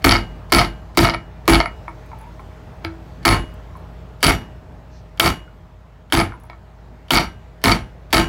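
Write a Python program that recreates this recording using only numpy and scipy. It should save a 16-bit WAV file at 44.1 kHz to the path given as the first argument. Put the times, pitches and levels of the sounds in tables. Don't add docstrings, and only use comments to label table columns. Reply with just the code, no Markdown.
import sys
import numpy as np
from scipy import signal
from scipy.io import wavfile
from scipy.ndimage import uniform_filter1d, minimum_filter1d

SR = 44100
rng = np.random.default_rng(int(sys.argv[2]) if len(sys.argv) > 2 else 0)


def transcribe(signal):
    frames = np.atleast_2d(signal).T
    limited = np.clip(frames, -1, 1)
    pcm = np.round(limited * 32767).astype(np.int16)
    wavfile.write(sys.argv[1], SR, pcm)


def ratio(d):
    e = np.asarray(d, float) / 20
    return 10 ** e


N = 365148

# (time [s], strength above the limiter [dB], hub ring [dB], floor thump [dB], rim note [dB])
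BLOWS = [(0.0427, 18.5, -23, 6.5, 1.5), (0.5214, 16.5, 0.5, 1.5, 7), (0.9729, 14, -10, 7, 6.5),
         (1.4786, 15, -3, 5, 6), (3.2522, 17, 3.5, 2.5, -4), (4.2288, 16, -13.5, -1, -6),
         (5.1975, 14.5, 0, -6, -6), (6.1234, 17.5, -1.5, 0.5, 0.5), (7.106, 15, -8.5, -3, -1.5),
         (7.6398, 18.5, -2.5, 3.5, 1), (8.1282, 14.5, -4, 0, -0.5)]
BUZZ_DB = [-1.5, 3.5, -3.5, 2, 1, -10, -4.5, 3.5, -5, -4, -8.5]
BRIGHT_DB = [2.5, 3, 2.8, 2, 1.7, 3, 3.9, 1.8, 4, 2.6, 3]
DISC_DB = [-14, -15, -13, -14.5, -20, -13, -13, -21, -12, -17, -12]
STRIKE_CLICK_DB = [-13.5, -17.5, -12.5, -18, -10, -12, -16, -16.5, -13.5, -9.5, -17]
# (time [s], level [dB], start frequency [Hz], end frequency [Hz], length [s])
POPS = [(0.0474, 10.5, 1860, 549, 0.0055), (0.521, 0.5, 1700, 550, 0.0038),
        (0.9726, 6.5, 1430, 497, 0.0054), (1.478, 5.5, 1680, 550, 0.0069), (3.251, 3, 1790, 900, 0.004),
        (4.23, 2, 1816, 910, 0.005), (5.198, 2, 1105, 1914, 0.0035), (5.1998, 23, 2400, 3970, 0.0033),
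        (6.1235, 11, 1300, 1840, 0.0021), (6.124, 14, 2970, 3440, 0.0039), (7.1066, 5, 1213, 1980, 0.0035),
        (7.1071, 14.5, 2700, 3500, 0.0045), (7.641, 6.5, 1540, 3300, 0.0027), (8.128, 1, 1563, 973, 0.0013)]
# (time [s], wall modes [dB], oval mode [dB], lip mode [dB], bore mode [dB])
SOCKET_RINGS = [(0.042, -40.5, -66, -85, -72), (0.52, -46, -67, -85, -74), (0.973, -44, -63, -67, -79),
                (1.475, -42, -95.5, -77, -77.5), (3.25, -43.5, -84, -75, -80),
                (4.228, -46.5, -60.5, -70.5, -69.5), (5.197, -45, -63.5, -71, -72.5),
                (6.123, -57, -79, -76, -78), (7.105, -48, -55.5, -67.5, -73.5),
                (7.64, -51.5, -61, -67, -84.5), (8.129, -41.5, -64, -73, -82)]

# (frequency [Hz], t60 [s])
SOCKET = [(2891, .42), (5755, 0.24), (6855, 0.27), (10770, .28), (12260, .22)]
FAMILY = (0, 1, 0, 2, 3)
PARTNER_DB = (-3, -5, -27, -2, -2)
# (frequency [Hz], level [dB], t60 [s])
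SLAP = [(1000, -1, 0.021), (597, 5, 0.0067), (1800, -6, 0.046)]
# (frequency [Hz], density [dB per Hz])
BODY = [(200, 3), (400, -11.5), (530, -23.5), (700, -15.5), (1500, -11), (2450, -18.5), (3600, -22),
        (4600, -32.5), (5900, -27.5), (10000, -29.5), (15500, -32.5)]
# (frequency [Hz], t60 [s])
BODY_T60 = [(150, 0.32), (600, 0.24), (2000, 0.28), (5000, 0.22), (10000, 0.19), (15500, 0.16)]
# (frequency [Hz], level [dB], t60 [s])
HUB = [(668, -7, 0.072), (828, -9, 0.28), (880, -6, 0.3), (896, -20.5, 0.13), (1064, -1.5, 0.26),
       (1325, 1, 0.15), (1360, 2, 0.04), (1400, -18, 0.11), (2060, -5.5, 0.041), (2135, -13, 0.037)]
# (frequency [Hz], level [dB], t60 [s])
DISC = [(1572, -29, .5), (4549, -16, .22), (8070, -30, .14), (9340, -27, .12)]
# (frequency [Hz], level [dB], t60 [s])
RIM = [(335, -2.5, 0.23), (333.2, -11, 0.33), (411.8, -5.5, 0.11)]
# (frequency [Hz], level [dB], t60 [s])
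THUMP = [(47.2, -0.5, 0.38), (66.8, 6, 0.13), (106.1, -5, 0.31), (160.2, 0, 0.18), (226, -10.5, 0.3),
         (266.8, 9, 0.14)]
# (frequency [Hz], level [dB], t60 [s])
CLICK = [(4550, 1, .012), (3800, 0, .007), (5150, -2, .007), (3100, -1, .009), (2260, -7, .014),
         (1400, -10, .008), (8500, -19, .004), (13000, -18, .003)]
# (frequency [Hz], level [dB], t60 [s])
KNOCK = [(2225, 2.5, 0.02), (1300, 2, 0.022), (900, -0.5, 0.022), (1838, -3.5, 0.02), (686.5, -3, 0.035)]
# (frequency [Hz], level [dB], t60 [s])
TICK = [(10200, 12, 0.084), (10200, -9.5, 0.025)]
# (frequency [Hz], level [dB], t60 [s])
SNAP = [(3300, 0, .007), (4100, -1, .007), (4800, -3, .006), (2600, -3, .008), (7500, -20, .006)]

# (time [s], click [dB], knock [dB])
CLACKS_HARD = [(0.0925, 1, 4), (.1101, -1, -7), (0.1193, -3, -5), (.1232, -2.5, -2), (0.5477, -2, -6.5),
               (0.585, -13, -9), (.5913, 1, -3), (.5975, -7, -10.5), (.99, -2.5, -3), (1.0467, -13.5, -2),
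               (1.097, -17.5, -16), (1.5344, -8, -10), (1.546, -8, -9.5), (1.5566, -20, -22),
               (3.2893, -3.5, -6), (3.3095, -12, -6.5), (4.2405, -7.5, -14.5), (4.2457, -5, -8),
               (4.2672, -5, -12.5), (5.2057, -3, -7), (5.2597, -12.5, -9), (5.2739, -24, -16),
               (5.2772, -20, -16), (6.151, -6.5, -10), (6.1994, -12.5, -12.5), (7.1346, -7, -10.5),
               (7.1551, -4, -10), (7.1733, -1, -2), (7.1767, -7, -1.5), (7.6565, -8, -7),
               (7.681, -14, -5.5), (7.7211, -9.5, -12.5), (8.1425, -11, -12), (8.1804, -4.5, -4)]
# (time [s], click [dB], knock [dB])
CLACKS_DULL = [(0.068, -22, -4.5), (.1518, -21, -12), (.5356, -9.5, -9.5), (.5687, -13.5, -9),
               (.6145, -22, -10.5), (1.0516, -8, -12), (1.0705, -21, -11.5), (1.0872, -24, -11),
               (1.1358, -31, -18), (1.1453, -26.5, -16), (1.4952, -15, -6.5), (1.5226, -18.5, -10.5),
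               (1.6019, -12.5, -3), (1.6107, -21, -16), (1.6575, -30, -14.5), (3.2663, -23, -7.5),
               (3.2785, -8.5, -4.5), (3.3254, -23.5, -17), (3.3517, -44, -21.5), (4.2805, -14, -5),
               (4.2944, -22, -14), (4.3062, -23, -8), (5.2451, -15, -9), (6.1721, -11, -8),
               (6.1911, -11.5, -8), (6.2127, -24, -10), (7.1473, -14.5, -15), (7.1617, -9.5, -5.5),
               (7.6703, -31, -17.5), (7.6954, -13, -5), (8.1689, -7, -6)]
# (time [s], level [dB])
CONTACTS = [(0.049, -0.5), (0.0554, -23), (0.0819, -31), (0.1344, -23), (0.1586, -5), (0.166, -13),
            (0.1834, -27), (0.198, -38), (0.5268, 0), (0.6017, -7.5), (0.639, -24), (0.6473, -13),
            (0.6547, -29), (0.9812, -0.5), (0.985, -11), (1.0181, -12), (1.1038, -10.5), (1.1102, -29),
            (1.14, -16), (1.4869, -5), (1.4985, -5), (1.5541, -1.5), (1.564, -26), (1.6172, -30),
            (3.2577, -2), (3.2725, -16.5), (3.3197, -15), (4.2344, -9), (4.253, -8.5), (4.258, -8),
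            (4.2985, -10.5), (5.2012, 4.5), (5.2064, 3), (5.2121, -9), (5.2297, -18), (6.1316, -4.5),
            (6.1393, -7), (6.185, -26), (6.2026, -26), (6.2055, -15), (6.2235, -32), (7.1093, 0.5),
            (7.1173, -5), (7.1222, -6), (7.1814, 1.5), (7.184, 5), (7.1934, -9), (7.6472, -8), (7.711, -10),
            (7.7174, 1), (7.7241, -6), (7.7592, -38), (7.762, -33), (8.1309, -17), (8.1334, -3),
            (8.1472, 3), (8.1546, -10), (8.187, -16), (8.1969, -16), (8.2173, -23)]
# (time [s], level [dB], time in the air [s])
HOPS = [(0.0932, -20, 0.014), (0.1103, -20, 0.012), (0.5478, -19.5, 0.028), (0.59, -25, .011),
        (1.007, -28, 0.018), (1.0474, -30, .014), (1.0805, -42, .02), (1.1418, -42.5, 0.015),
        (1.499, -22, .036), (1.546, -26.5, 0.012), (1.657, -44, 0.038), (3.258, -24, .03),
        (3.2906, -18, .02), (3.312, -27, .025), (4.2418, -17, 0.0074), (4.2658, -17.5, 0.02),
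        (4.293, -26, 0.013), (5.206, -16.5, .06), (5.2734, -39, .012), (6.1302, -23.5, 0.014),
        (6.1745, -25, 0.029), (6.206, -27, 0.0075), (7.113, -34.5, .02), (7.173, -23, 0.013),
        (7.649, -29, .02), (7.6954, -42, .02), (7.715, -29, .012), (8.1533, -27, .015),
        (8.1795, -21.5, .015)]
# (time [s], level [dB], t60 [s])
DISC_PINGS = [
    (1.0184, -8, .02),
    (5.2835, -27, .05),
    (7.7207, -9.5, 0.069),
    (7.758, -31, 0.11),
]

# (time [s], level [dB], pitch [Hz], t60 [s], click [dB])
NUDGES = [(1.88, -18, 970, 0.016, -39.5), (2.116, -29, 1010, 0.051, -52), (2.131, -26, 888, 0.057, -59),
          (2.208, -38, 887, 0.18, -65), (2.238, -37, 950, 0.086, -67), (2.269, -40, 960, 0.12, -72),
          (2.394, -28, 1040, 0.029, -53), (2.843, -30, 795, 0.013, -42), (2.848, -24, 1580, 0.024, -19.5),
          (3.753, -29, 1030, 0.034, -72), (5.478, -36.5, 1430, 0.037, -67), (6.3212, -23, 1400, .03, -46),
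          (6.338, -24.5, 990, 0.035, -59), (6.44, -37.5, 917, 0.14, -60), (6.4986, -28, 973, 0.055, -32),
          (6.531, -33, 1120, 0.04, -45)]
# (time [s], level [dB])
RIM_BUMPS = [
    (1.881, -39),
    (2.848, -23.5),
    (6.5001, -45),
]
# (time [s], snap [dB], sing [dB])
TICKS = [(1.882, -64, -64), (2.0605, -59, -80), (2.187, -53, -64), (2.2, -66, -62), (2.212, -56, -65),
         (2.265, -76, -69), (2.4, -61, -69), (2.843, -58, -77), (2.847, -46, -59), (2.853, -57, -75),
         (3.471, -97, -63), (3.539, -53, -78), (3.756, -75, -69), (3.7695, -58, -70), (3.795, -65, -74.5),
         (6.399, -54, -57), (6.4353, -51, -57), (6.452, -59, -73), (6.499, -60, -70)]
# (time [s], click [dB], knock [dB])
LATE_KNOCKS = [
    (1.8795, -48, -33),
    (2.8475, -30, -31),
    (6.4986, -45, -36),
]

# (frequency [Hz], density [dB per Hz])
AIR = [(24, -28.5), (40, -6.5), (75, -2), (318, -15.5), (440, -15), (566, -18), (625, -16), (691, -17.5),
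       (844, -18), (1230, -23), (2660, -34), (7500, -48), (10300, -55.5), (13500, -53), (15700, -54)]
# (frequency [Hz], level [dB], width [Hz])
FAN = [(56.2, 1.5, 6.), (88.2, -6.5, 2.7), (123, -7.5, 4.), (167, -8.5, 5.6), (424, -23.5, 18),
       (624, -14, 2), (690, -33, 3.6), (838, -22.5, 1.3)]
# (time [s], low level [dB], relative hiss [dB])
SHOP = [(0.0, -35, 1.5), (1.3, -37.5, 0), (2.0, -37.5, 4), (3.2, -37, 2.5), (4.1, -37, 1), (4.802, -40, 1),
        (5.799, -41.5, 2), (6.9, -39, 1.5), (8.28, -39.5, 1)]
# (time [s], level [dB])
OUTPUT = [(0, -1), (4.502, -1), (5.202, -0.5), (6.1, -4), (7.1, -2.5), (8.28, -2)]

FADE_DB_PER_S = 280
RIM_RISE_S, THUMP_RISE_S = .007, .011
WASH_RISE_S, RING_RISE_S = 0.00067, .07
CONTACT_DB, CONTACT_KNOCK_DB, STRIKE_KNOCK_DB = -9.5, -9, -14
EARLY_S, EARLY_DB = .012, 2.5
BUZZ_HZ, BUZZ_WIDTH_HZ, BUZZ_T60 = 10280, 51, 0.22
SWELL_DB, SWELL_S = 15, 0.11
GHOST_DB, GHOST_LEAD = -34.5, 1024
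TOP_OPEN_DB, TOP_OPEN_S = -8, .006


def mallet():
    mix = np.zeros(N)
    for (s, *levels), *colour in zip(BLOWS, BUZZ_DB, BRIGHT_DB, DISC_DB):
        add(mix, s, blow(*levels, *colour))
    for s, *family_db in SOCKET_RINGS:
        add(mix, s, socket_ring(family_db))
    for s, *sweep in POPS:
        add(mix, s, pop(*sweep))
    return mix


def blow(strength_db, hub_db, thump_db, rim_db, buzz_db, bright_db, disc_db):
    t = np.arange(round(.9 * SR)) / SR
    slap = ring(SLAP, .9, scatter_db=1.5, detune=.04)
    crack = ratio(-9.0 - 60 * t / 0.002) * rng.standard_normal(len(t)) + ratio(-14.0) * slap
    body = ratio(3.0) * wash(.9, bright_db) * (1 - np.exp(-t / WASH_RISE_S))
    hub = ratio(-22.5 + hub_db) * ring(HUB, .9, scatter_db=2.5, rise=0.0049)
    disc = ratio(disc_db) * ring(DISC, .9, scatter_db=-4.5, detune=0.00058, rise=0.017)
    rough = ratio(-33 + buzz_db - 60 * t / BUZZ_T60) * buzz(.9, BUZZ_WIDTH_HZ)
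    rough = rough * (1 - np.exp(-t / 0.0079))
    rim = ratio(-13.5 + rim_db) * ring(RIM, .9, scatter_db=-4.0, detune=0.0049, rise=RIM_RISE_S)
    thump = ratio(-22.0 + thump_db) * ring(THUMP, .9, scatter_db=1.5, detune=.04, rise=THUMP_RISE_S)
    return ratio(strength_db) * (crack + body + hub + disc + rough + rim + thump)


def socket_ring(family_db):
    modes = []
    for (hz, t60), family, partner_db in zip(SOCKET, FAMILY, PARTNER_DB):
        start_db = family_db[family] + partner_db + 60 * 0.21 / t60
        modes.append((hz, start_db, t60))
    return ring(modes, 0.79, scatter_db=0.0, detune=.0004, rise=RING_RISE_S)


def pop(db, from_hz, to_hz, seconds):
    t = np.arange(round(seconds * SR)) / SR
    sweep = signal.chirp(t, from_hz, t[-1], to_hz, phi=-90)
    return ratio(db) * sweep * signal.windows.tukey(len(t), .5)


def wash(seconds, bright_db, grain_db=2.2):
    count = round(seconds * SR)
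    lumps = evened(uniform_filter1d(uniform_filter1d(rng.standard_normal(count), 90), 90))
    hz, t, z = signal.stft(rng.standard_normal(count) * ratio(grain_db * lumps), SR, nperseg=128)
    colour_db = read(BODY, hz) + bright_db * np.clip(np.log2(hz / 1500 + 1e-9), 0, 3)
    z = z * (1 - np.exp(-(np.outer(hz + 100, t) / 2.6) ** 2))
    z = z * ratio(colour_db[:, None] - 60 * t / read(BODY_T60, hz)[:, None])
    return signal.istft(z, SR, nperseg=128)[1][:count]


def ring(modes, seconds, scatter_db=6.5, detune=0.0049, rise=0.00041, unlocked=1):
    hz, db, t60 = np.transpose(modes)[:, :, None]
    pitch_luck, level_luck, phase_luck = rng.standard_normal((3, len(modes), 1))
    t = np.arange(round(seconds * SR)) / SR
    phase = 2 * np.pi * hz * (1 + detune * pitch_luck) * t + unlocked * phase_luck
    level = ratio(db + scatter_db * level_luck - 60 * t / t60)
    return (level * np.sin(phase)).sum(0) * (1 - np.exp(-(t / rise) ** 2))


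def buzz(seconds, width):
    t = np.arange(round(seconds * SR)) / SR
    pole = np.exp(-np.pi * width / SR)
    a, b = rng.standard_normal((2, len(t)))
    slow = signal.lfilter([1], np.poly([pole, pole]), a + 1j * b)
    return evened((slow * np.exp(2j * np.pi * BUZZ_HZ * t)).real)


def rebounds():
    sounds = [(s, clack(click_db, knock_db)) for s, click_db, knock_db in CLACKS_HARD + CLACKS_DULL]
    for s, db in CONTACTS:
        early = any(0 < s - blow_s < EARLY_S for blow_s, *_ in BLOWS)
        sounds.append((s, clack(db + CONTACT_DB + EARLY_DB * early, db + CONTACT_KNOCK_DB)))
    sounds += [(s, sing(db, air_s)) for s, db, air_s in HOPS]
    for (s, *_), click_db in zip(BLOWS, STRIKE_CLICK_DB):
        sounds.append((s + 0.000832, clack(click_db, STRIKE_KNOCK_DB)))
    mix = np.zeros(N)
    for s, sound in sounds:
        add(mix, s, ratio(left_db(s) + 2.0) * echoed(sound, echo_db=-14.0))
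    return mix


def left_db(s):
    start, strength_db = np.transpose(BLOWS)[:2]
    last = np.searchsorted(start, s) - 1
    return max(strength_db[last] - FADE_DB_PER_S * (s - start[last]), 0)


def clack(click_db, knock_db):
    click = ring(CLICK, .08, scatter_db=1.5, detune=.035, rise=.0003, unlocked=.4)
    knock = ring(KNOCK, .08, scatter_db=1.5, detune=0.015, rise=0.0016)
    return ratio(min(click_db, 1) + 3) * click + ratio(min(knock_db, -3) + 1.5) * knock


def sing(db, air_s):
    damped_db = -1500 * np.maximum(np.arange(round(.08 * SR)) / SR - air_s, 0)
    return ratio(db - 9.0 + damped_db) * ring(TICK, .08, scatter_db=0.0, detune=0.00075)


def echoed(x, echo_db=-11):
    t = np.arange(round(.2 * SR)) / SR
    dull = signal.lfilter([1], np.poly([.55, .4]), rng.standard_normal(len(t)))
    tail = dull * ratio(-60 * t / 0.19) * (t > .005)
    wet = ratio(echo_db) * signal.fftconvolve(x, tail / np.linalg.norm(tail))
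    return wet + np.pad(x, (0, len(t) - 1))


def disc_pings():
    mix = np.zeros(N)
    for s, db, t60 in DISC_PINGS:
        add(mix, s, ratio(left_db(s)) * ring([(4549, db, t60)], .1, scatter_db=0, detune=0))
    return mix


def hand():
    mix = np.zeros(N)
    for s, *nudge_settings in NUDGES:
        add(mix, s, echoed(nudge(*nudge_settings), echo_db=-11.5))
    rocking = [(328.0, 0, 0.44), (108.6, -3, 0.18), (86.7, 2.5, 0.2)]  # (frequency [Hz], level [dB], t60 [s])
    for s, db in RIM_BUMPS:
        add(mix, s, ratio(db) * ring(rocking, .5, scatter_db=0, detune=0, rise=0.0015))
    t = np.arange(round(.06 * SR)) / SR
    for s, snap_db, sing_db in TICKS:
        add(mix, s, ratio(snap_db + 9.5) * scuff())
        add(mix, s, ratio(sing_db + 6) * buzz(.06, width=57) * ratio(-60 * t / 0.097))
    for s, click_db, knock_db in LATE_KNOCKS:
        add(mix, s, echoed(clack(click_db, knock_db), echo_db=-15))
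    return mix


def nudge(db, hz, t60, click_db):
    note = ring([(hz, db, t60)], .1, scatter_db=0, detune=0, rise=0.0005)
    knock = ring(KNOCK, .1, scatter_db=1, rise=.001) + ratio(-18) * ring(HUB[5:], .1, scatter_db=1)
    click = ring(SNAP, .1, scatter_db=1, detune=0, rise=0.0004)
    return note + ratio((db + click_db) / 2 + 3) * knock + ratio(click_db + 1) * click


def scuff():
    t = np.arange(round(.03 * SR)) / SR
    treble = signal.butter(N=2, Wn=7500, btype="high", fs=SR, output="sos")
    hiss = signal.sosfilt(treble, rng.standard_normal(len(t)))
    return hiss * ratio(-60 * t / 0.022) * (1 - np.exp(-t / 0.00055))


def rustle():
    mix = np.zeros(N)
    band = signal.butter(N=3, Wn=(3900, 6300), btype="band", fs=SR, output="sos")
    hiss = signal.sosfilt(band, rng.standard_normal(SR // 4))[:round(.16 * SR)]
    add(mix, 4.88, ratio(-58) * evened(hiss) * np.hanning(len(hiss)))
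    return mix


def background():
    t = np.arange(N) / SR
    s, low_db, hiss_db = np.transpose(SHOP)
    air = shop_air(s, hiss_db)
    for hz, db, width in FAN:
        waver = evened(uniform_filter1d(uniform_filter1d(rng.standard_normal(N), 3000), 3000))
        phase = 2 * np.pi * np.cumsum(hz + .5 * width * waver[::-1]) / SR
        air = air + ratio(db + 0.68 * waver) * np.sin(phase)
    since = t - np.transpose(BLOWS)[0][:, None]
    swell = (np.exp(-np.maximum(since, 0) / SWELL_S) * (since > 0)).max(axis=0)
    return air * ratio(np.interp(t, s, low_db) + SWELL_DB * swell)


def shop_air(s, hiss_db):
    frames, hz = N // 512 + 5, np.fft.rfftfreq(2048, 1 / SR)
    a, b, patches = rng.standard_normal((frames, 1025, 3)).T
    patches = evened(uniform_filter1d(uniform_filter1d(patches, 20, 0), 8, 1))
    octaves = np.clip(np.log2(hz / 300 + 1e-9), 0, 4)
    tilt_db = np.outer(octaves / 4, np.interp(np.arange(frames) * 512 / SR, s, hiss_db))
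    z = (a + 1j * b) * ratio(read(AIR, hz)[:, None] + 1.5 * patches + tilt_db)
    return ratio(-3.5) * evened(signal.istft(z, nperseg=2048, noverlap=1536)[1][:N])


def read(points, hz):
    f, value = np.transpose(points)
    return np.interp(np.log(hz + 1), np.log(f + 1), value)


def evened(x):
    return x / np.sqrt(np.mean(x ** 2) + 1e-20)


def add(mix, s, sound):
    part = mix[round(s * SR):][:len(sound)]
    part += sound[:len(part)]


def scene():
    return (mallet() + rebounds() + disc_pings() + hand() + rustle() + background())[None]


def low_pass(x):
    return signal.sosfilt(signal.butter(12, 17150, fs=SR, output="sos"), x)


def record(dry):
    x = signal.sosfilt(signal.butter(N=3, Wn=41, btype="high", fs=SR, output="sos"), dry[0])
    peak_db = 20 * np.log10(abs(x) + 1e-9) + .6
    fall = np.arange(N) * 400. / SR
    over_db = np.maximum(np.maximum.accumulate(peak_db + fall) - fall, 0)
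    x = x * ratio(uniform_filter1d(minimum_filter1d(-over_db, size=21), size=21))
    x = x * ratio(np.interp(np.arange(N) / SR, *np.transpose(OUTPUT)))
    ghost = signal.sosfilt(signal.butter(N=1, Wn=(1200, 9000), btype="band", fs=SR, output="sos"), x)
    x = x + ratio(GHOST_DB) * np.pad(ghost[GHOST_LEAD:], (0, GHOST_LEAD))
    narrow = signal.firwin(numtaps=511, cutoff=15900, window=("kaiser", 8), fs=SR)
    wide = signal.firwin(numtaps=255, cutoff=16800, window=("kaiser", 8), fs=SR)
    low = signal.oaconvolve(x, narrow, "same")
    full = signal.oaconvolve(x, wide, "same")
    top = np.zeros(N)
    for s, *_ in BLOWS:
        add(top, s - TOP_OPEN_S / 2, ratio(TOP_OPEN_DB) * np.hanning(round(TOP_OPEN_S * SR)))
    return low_pass((low + top * (full - low))[None])


dry = scene()
out = record(dry)
transcribe(out)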